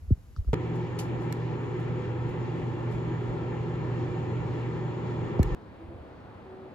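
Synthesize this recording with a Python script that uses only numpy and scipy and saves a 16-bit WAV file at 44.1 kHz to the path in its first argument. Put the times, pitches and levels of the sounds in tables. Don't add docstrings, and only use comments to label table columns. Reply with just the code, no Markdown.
import sys
import numpy as np
from scipy import signal
from scipy.fft import rfft, irfft, next_fast_len
from scipy.io import wavfile
from scipy.ndimage import uniform_filter1d

SR = 44100
rng = np.random.default_rng(int(sys.argv[2]) if len(sys.argv) > 2 else 0)


def output_pcm(signal):
    pcm = np.clip(np.atleast_2d(signal).T, -1, 1) * 32767
    wavfile.write(sys.argv[1], SR, np.round(pcm).astype(np.int16))


N = 297234
T = np.arange(N) / SR

# pitch_hz, level_db
WIDTH = [(60, -8.5), (110, -12), (200, -5), (380, -9), (700, -1), (1290, -3), (2380, -0.5), (4400, -2),
         (8120, -0.5), (15000, -2.5)]
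# pitch_hz, level_db
LEAN = [(60, -0.5), (110, -0.5), (200, -0.5), (380, 2), (700, 0), (1290, 1.5), (2380, 0.5), (4400, -1),
        (8120, -0.5), (15000, 1.5)]
# pitch_hz, relative level_db per Hz
HUSH = [(15, -40), (25, -5.5), (65, -0.5), (87, -7), (358, -26.5), (3410, -47), (7300, -48.5),
        (9080, -57.5), (11300, -46), (15200, -64), (16500, -56)]
# pitch_hz, relative level_db per Hz
KITCHEN = [(15, -53), (25, -19.5), (87, 0), (172, -9.5), (197, -6), (445, -10), (538, -9.5), (584, -13),
           (831, -15), (979, -17), (4500, -42), (5500, -51), (15200, -63.5), (16500, -60)]
# start_s, length_s, pitch_hz, level_db (rms, before wavering), roughness (0 to 1)
HOOTS = [(5.774, 0.18, 336, -51, 1), (6.245, .07, 745, -55, .8), (6.29, .07, 840, -56, .8),
         (6.445, 0.26, 376, -48, .35)]
# start_s, peak_db, final pitch_hz, time_to_peak_s
GRIPS = [(.002, -37, 80, 0.038), (.07, -27.5, 62, 0.022), (0.1149, -10.5, 83.4, .0105),
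         (.1225, -22, 48, 0.014), (.373, -20, 74.4, 0.02), (.4, -27, 41, .015), (0.4594, -17.5, 55, 0.028),
         (.492, -28, 49.6, 0.019), (2.37, -41, 47, .03), (2.93, -37, 57, 0.026), (3.06, -39, 52, .03),
         (3.27, -38, 43, .03), (5.425, -24.5, 45, .04), (5.495, -23, 44, .035), (.47, -31, 31, .035)]
# start_s, thump peak_db, final pitch_hz, glide_s, time_to_peak_s,
# compactness (higher is a shorter thump), nail_db (gain of the nail sounds)
TAPS = [(0.103, -15.5, 90, .005, 0.012, 4.6, -56), (.172, -42, 51, .004, 0.018, 2.5, -63),
        (0.3634, -33.5, 89, 0.0031, 0.019, 2.6, -36), (.446, -52, 70, 0.0032, .005, 1.6, -51),
        (.476, -32, 80, 0.0014, 0.0079, 3, -53), (.487, -39, 90, 0.0031, 0.0056, 1.4, -62),
        (5.393, -10, 71.6, 0.003, 0.0085, 1.1, -37), (5.83, -41, 80, 0.0011, .013, 2.2, -70),
        (5.879, -36, 85, 0.0013, 0.013, 2.2, -67), (5.94, -39, 85, .0012, .012, 2.2, -70),
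        (6.0, -41, 85, 0.0013, .011, 2.2, -68), (6.204, -47, 90, .003, .01, 1.5, -56)]
# start_s, left_jump, right_jump (full scale is 1)
CLICKS = [(.5317, -0.19, -0.2), (.5427, -0.043, 0.077), (5.5482, 0.096, 0.11)]
# start_s, gain level_db
POPS = [(1.3247, -36.5), (5.4295, -34)]
# pitch_hz, relative level_db, fade_s (to -60 dB)
POP_MODES = [(1750, 6, .018), (2200, -1, 0.018), (2750, -3, .014), (3400, -7, .012), (4150, 0, .016),
             (5650, -8, .012), (7100, -6, .013), (7750, -2, .013), (8300, -6, .011), (10630, -6, .011),
             (11600, 0, 0.011), (12300, -3, .011), (15200, -7, .01)]
# start_s, gain level_db, burst_s (fade to -60 dB; a burst of 0 is silent)
SPITS = [(.754, -63.5, 0.06), (0.987, -41.5, 0.09), (1.21, -71, 0.2), (1.7948, -67, .09),
         (2.2837, -70, 0.14), (2.9081, -69, 0.2), (3.4775, -69, 0), (4.5331, -74, 0.1)]
# pitch_hz, width_hz, relative level_db
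SPIT_BODY = [(2600, 2200, -1.5), (5200, 3000, -4.5)]
SPIT_FIZZ = [(7150, 2200, -2), (11100, 2000, -1), (15200, 1000, -14)]
# pitch_hz, relative level_db per Hz
FAN = [(25, -27), (70, -14.5), (110, -11.5), (135, -10.5), (200, -18.5), (260, -14.5), (500, -19.5),
       (930, -24), (1500, -34.5), (2000, -35), (3500, -47), (5500, -57.5), (8000, -64.5), (9200, -84.5),
       (11300, -68), (13500, -83.5), (16500, -94)]
# pitch_hz, width_hz, share removed (0 to 1)
DOOR_NOTCHES = [(674, 67, 0.85), (1520, 90, 0.46), (2120, 80, .3)]
# pitch_hz, width_hz, relative level_db
CABINET = [(96.8, 11, -48.5), (148.5, 11, -45.5), (126.8, 11, -50), (160.8, 5.4, -46.5), (222.2, 12, -54.5),
           (323.7, 14, -47), (339.7, 10, -53), (371, 14, -49.5), (410.5, 36, -48.5), (499.4, 20, -56),
           (781, 90, -57.5), (859, 74, -60), (936, 130, -54.5), (1330, 160, -59.5), (1605, 110, -67),
           (1784, 120, -62), (2020, 200, -67), (2307, 200, -66), (2770, 110, -72), (2923, 80, -75.5),
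           (3190, 55, -76.5), (3370, 270, -72.5), (4180, 180, -79), (6880, 720, -76.5)]
MOTOR = {11: (-44, 3), 12: (-50.5, -4.5), 17: (-56.5, 1), 19: (-59, 9.2), 20: (-59.5, -1), 23: (-48.5, 2),
         26: (-55, -4.5), 27: (-53, 1), 28: (-60, 8), 29: (-57.5, 5), 30: (-64, 5), 33: (-56, -2),
         51: (-68.5, -2.5), 55: (-63.5, 3), 57: (-69, -4), 60: (-67.5, 0), 70: (-71, -4), 80: (-73, -1)}
HUM = {2: (-35, 1.2), 4: (-55.5, 1.6), 6: (-47, 3.2), 8: (-54.5, 1.5)}

SCRAP_CUT_S, OVEN_CUT_S, KITCHEN_CUT_S = .5317, .5427, 5.5482
LATE_SHARE = .47
HUSH_DB, KITCHEN_DB = -49, -46.5
KITCHEN_FLUTTER_DB, BASS_TOP_HZ, BASS_DROP_S, BASS_DROP_DB = 0.6, 100, 6.46, -5
HOOT_OCTAVE_DB, HOOT_EDGE_S = -13, .03
HOOT_WAVER_DB, HOOT_WAVER_HZ = 3.5, 8
TAP_HZ = 900
FLEX_LAG_TURNS = 0.083
GRIP_SAG, GRIP_GLIDE_S, GRIP_COMPACT = 1.08, .021, 6
TICK_HZ, TICK_RISE_S, TICK_FALL_S = 1275, .0012, .0022
SNAP_HZ, SNAP_DB, SNAP_S = 4700, -1, .00025
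GRIT_DB, GRIT_FALL_S = -27, 0.022
CLICK_FALL_S = 0.00035
CAVITY_S = .3
POP_RISE_S, POP_HISS_DB, POP_HISS_S, POP_TAIL_DB = 0.0013, -3, 0.015, -26
POP_LAG_TURNS = 0.24
SPIT_RISE_SHARE, SPIT_BODY_DB = 0.053, 2.5
CAVITY_DB, CAVITY_DB_PER_DECADE = 15, 26.5
FAN_DB, RING_DB = -37.5, -37
FLUTTER_DB, AIR_FLUTTER_DB, FLUTTER_PER_S = 1.5, 1.0, 18
SCRAP_AIR_DB, SCRAP_STEEL_DB, SCRAP_HUM_DB = 13.5, 15, 4
MAINS_HZ = 60
SHAFT_HZ = MAINS_HZ / 4
MOTOR_WAVER_DB, MOTOR_SLIP_TURNS = 1.5, .06
HUM_PAN_DB = -2
TOP_HZ = 16300


def undb(db):
    return 10 ** (np.asarray(db) / 20)


def level(x, db):
    return x * undb(db) / np.sqrt(np.mean(x ** 2))


def on_log(table, hz):
    table_hz, db = np.transpose(table)
    return np.interp(np.log(np.maximum(hz, 1)), np.log(table_hz), db)


def walk(rate):
    hold = int(SR / rate)
    steps = np.repeat(rng.standard_normal(N // hold + 1), hold)
    return 1.59 * uniform_filter1d(uniform_filter1d(steps, hold), hold)[:N]


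def peak(hz, centre_hz, width_hz):
    return 1 / np.sqrt(1 + ((hz ** 2 - centre_hz ** 2) / (width_hz * np.maximum(hz, 1))) ** 2)


def noise(gain, extra_side_db=0):
    size = next_fast_len(N, True)
    hz = np.arange(size // 2 + 1) * SR / size
    mid, other = rfft(rng.standard_normal((2, size))) * gain(hz)
    side = 1j * LATE_SHARE * mid + np.sqrt(1 - LATE_SHARE ** 2) * other
    side = side * undb(on_log(WIDTH, hz) + extra_side_db)
    lean = undb(on_log(LEAN, hz) / 2)
    return irfft(np.array([(mid + side) * lean, (mid - side) / lean]), size)[:, :N]


def peaks_noise(colour, extra_side_db=0):
    return noise(lambda f: sum(undb(db) * peak(f, hz, width) ** 3 for hz, width, db in colour), extra_side_db)


def bands(gain, flutter_db, rate):
    def part(f, centre):
        octaves_away = np.log2(np.maximum(f, 1) / centre)
        return np.cos(np.clip(octaves_away, -1, 1) * np.pi / 2)

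    return [(centre, noise(lambda f: gain(f) * part(f, centre)) * undb(flutter_db * walk(rate)))
            for centre in 20 * 2. ** np.arange(11)]


def after(s, end):
    span = slice(int(np.ceil(s * SR)), min(int(np.ceil(end * SR)), N))
    return span, T[span] - s


def hush():
    return level(noise(lambda f: undb(on_log(HUSH, f))), HUSH_DB) * (T < SCRAP_CUT_S)


def kitchen():
    drop = undb(BASS_DROP_DB * np.clip((T - BASS_DROP_S) / .04, 0, 1))
    far = bands(lambda f: undb(on_log(KITCHEN, f)), KITCHEN_FLUTTER_DB, 9)
    total = sum(band * (drop if centre < BASS_TOP_HZ else 1) for centre, band in far)
    return level(total, KITCHEN_DB) * (T >= KITCHEN_CUT_S)


def hoots():
    out = 0
    for s, length, hz, db, rough in HOOTS:
        phase = 2 * np.pi * np.cumsum(hz + rough * HOOT_WAVER_HZ * walk(30)) / SR
        edge = np.clip(np.minimum(T - s, s + length - T) / HOOT_EDGE_S, 0, 1)
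        loudness = np.sqrt(2) * edge * undb(db + rough * HOOT_WAVER_DB * walk(40))
        out = out + loudness * (np.sin(phase) + undb(HOOT_OCTAVE_DB) * np.sin(2 * phase))
    return out


def flex(s, db, first_hz, last_hz, glide, top_s, compact):
    ports = np.array([[1], [-1]]) / 2
    span, t = after(s, min(end for end in (SCRAP_CUT_S, KITCHEN_CUT_S, s + 20 * top_s) if end > s))
    turns = last_hz * t + (first_hz - last_hz) * glide * (1 - np.exp(-t / glide)) - FLEX_LAG_TURNS * ports
    swell = (t / top_s * np.exp(1 - t / top_s)) ** compact
    return span, t, undb(db) * swell * np.sin(2 * np.pi * turns)


def grips():
    out = np.zeros((2, N))
    for s, db, hz, top_s in GRIPS:
        span, _, body = flex(s, db, GRIP_SAG * hz, hz, GRIP_GLIDE_S, top_s, GRIP_COMPACT)
        out[:, span] += body
    return out


def taps():
    out = np.zeros((2, N))
    grit = level(peaks_noise([(4500, 3600, 0)]), GRIT_DB)
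    for s, db, last_hz, glide, top_s, compact, nail_db in TAPS:
        span, t, body = flex(s, db, TAP_HZ, last_hz, glide, top_s, compact)
        tick_shape = np.minimum(t / TICK_RISE_S, 1) * np.exp(-t / TICK_FALL_S)
        tick = -tick_shape * np.sin(2 * np.pi * TICK_HZ * t)
        snap = undb(SNAP_DB) * t / SNAP_S * np.exp(-t / SNAP_S) * np.sin(2 * np.pi * SNAP_HZ * t)
        scrape = np.exp(-t / GRIT_FALL_S) * grit[:, span]
        out[:, span] += body + undb(nail_db) * (tick + snap + scrape)
    return out


def clicks():
    out = np.zeros((2, N))
    for s, left, right in CLICKS:
        span, t = after(s, s + 20 * CLICK_FALL_S)
        out[:, span] += np.outer([left, right], np.exp(-t / CLICK_FALL_S))
    return out


def pops():
    hiss = level(peaks_noise(SPIT_BODY + SPIT_FIZZ), POP_HISS_DB)
    starts = rng.random((len(POPS), len(POP_MODES), 1, 1)) + POP_LAG_TURNS * np.array([[0], [1]])
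    out = np.zeros((2, N))
    for (s, db), turns in zip(POPS, starts):
        span, t = after(s, min(s + CAVITY_S, KITCHEN_CUT_S))
        ring = sum(undb(mode_db - 60 * t / fade_s) * np.sin(2 * np.pi * (hz * t + turn))
                   for (hz, mode_db, fade_s), turn in zip(POP_MODES, turns))
        puff = (undb(-60 * t / POP_HISS_S) + undb(POP_TAIL_DB - 60 * t / CAVITY_S)) * hiss[:, span]
        out[:, span] += undb(db) * np.minimum(t / POP_RISE_S, 1) * (ring + puff)
    return out


def spits():
    body, fizz = (level(peaks_noise(colour, extra_side_db=4.0), -1.5) for colour in (SPIT_BODY, SPIT_FIZZ))
    hiss = fizz + undb(SPIT_BODY_DB) * body
    out = np.zeros((2, N))
    for s, db, burst in SPITS:
        span, t = after(s, min(s + CAVITY_S, KITCHEN_CUT_S))
        rise = SPIT_RISE_SHARE * burst
        tail_db = CAVITY_DB + CAVITY_DB_PER_DECADE * np.log10(burst)
        fall = undb(-60 * np.maximum(t - rise, 0) / burst)
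        tail = undb(tail_db - 60 * t / CAVITY_S)
        out[:, span] += undb(db) * np.minimum(t / rise, 1) * (fall + tail) * hiss[:, span]
    return out


def fan_air():
    def gain(f):
        door = np.prod([1 - share * peak(f, hz, width) for hz, width, share in DOOR_NOTCHES], axis=0)
        return undb(on_log(FAN, f)) * door

    return level(sum(band for _, band in bands(gain, AIR_FLUTTER_DB, FLUTTER_PER_S)), FAN_DB)


def cabinet_rings():
    total = sum(noise(lambda f: undb(db) * peak(f, hz, width) ** 2 / np.sqrt(width))
                * undb(FLUTTER_DB * walk(FLUTTER_PER_S)) for hz, width, db in CABINET)
    return level(total, RING_DB)


def motor():
    ports = np.array([[.5], [-.5]])
    return sum(np.sqrt(2) * undb(db + MOTOR_WAVER_DB * walk(5) + pan_db * ports)
               * np.sin(2 * np.pi * (k * SHAFT_HZ * T + rng.random() + MOTOR_SLIP_TURNS * walk(4)))
               for k, (db, pan_db) in MOTOR.items())


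def mains_hum():
    return sum(np.sqrt(2) * undb(db + waver_db * walk(20))
               * np.sin(2 * np.pi * (k * MAINS_HZ * T + rng.random())) for k, (db, waver_db) in HUM.items())


def oven():
    gate = (T >= SCRAP_CUT_S) * (T < KITCHEN_CUT_S)
    scrap = T < OVEN_CUT_S
    ports = np.array([[.5], [-.5]])
    hum = mains_hum() * undb(SCRAP_HUM_DB * scrap + HUM_PAN_DB * ports)
    air = undb(SCRAP_AIR_DB * scrap) * fan_air()
    steel = undb(SCRAP_STEEL_DB * scrap) * (cabinet_rings() + motor())
    return gate * (hum + air + steel)


def scene():
    return hush() + kitchen() + hoots() + grips() + taps() + clicks() + pops() + spits() + oven()


def record(dry):
    return signal.sosfilt(signal.ellip(8, .2, 70, TOP_HZ, fs=SR, output="sos"), dry)


dry = scene()
out = record(dry)
output_pcm(out)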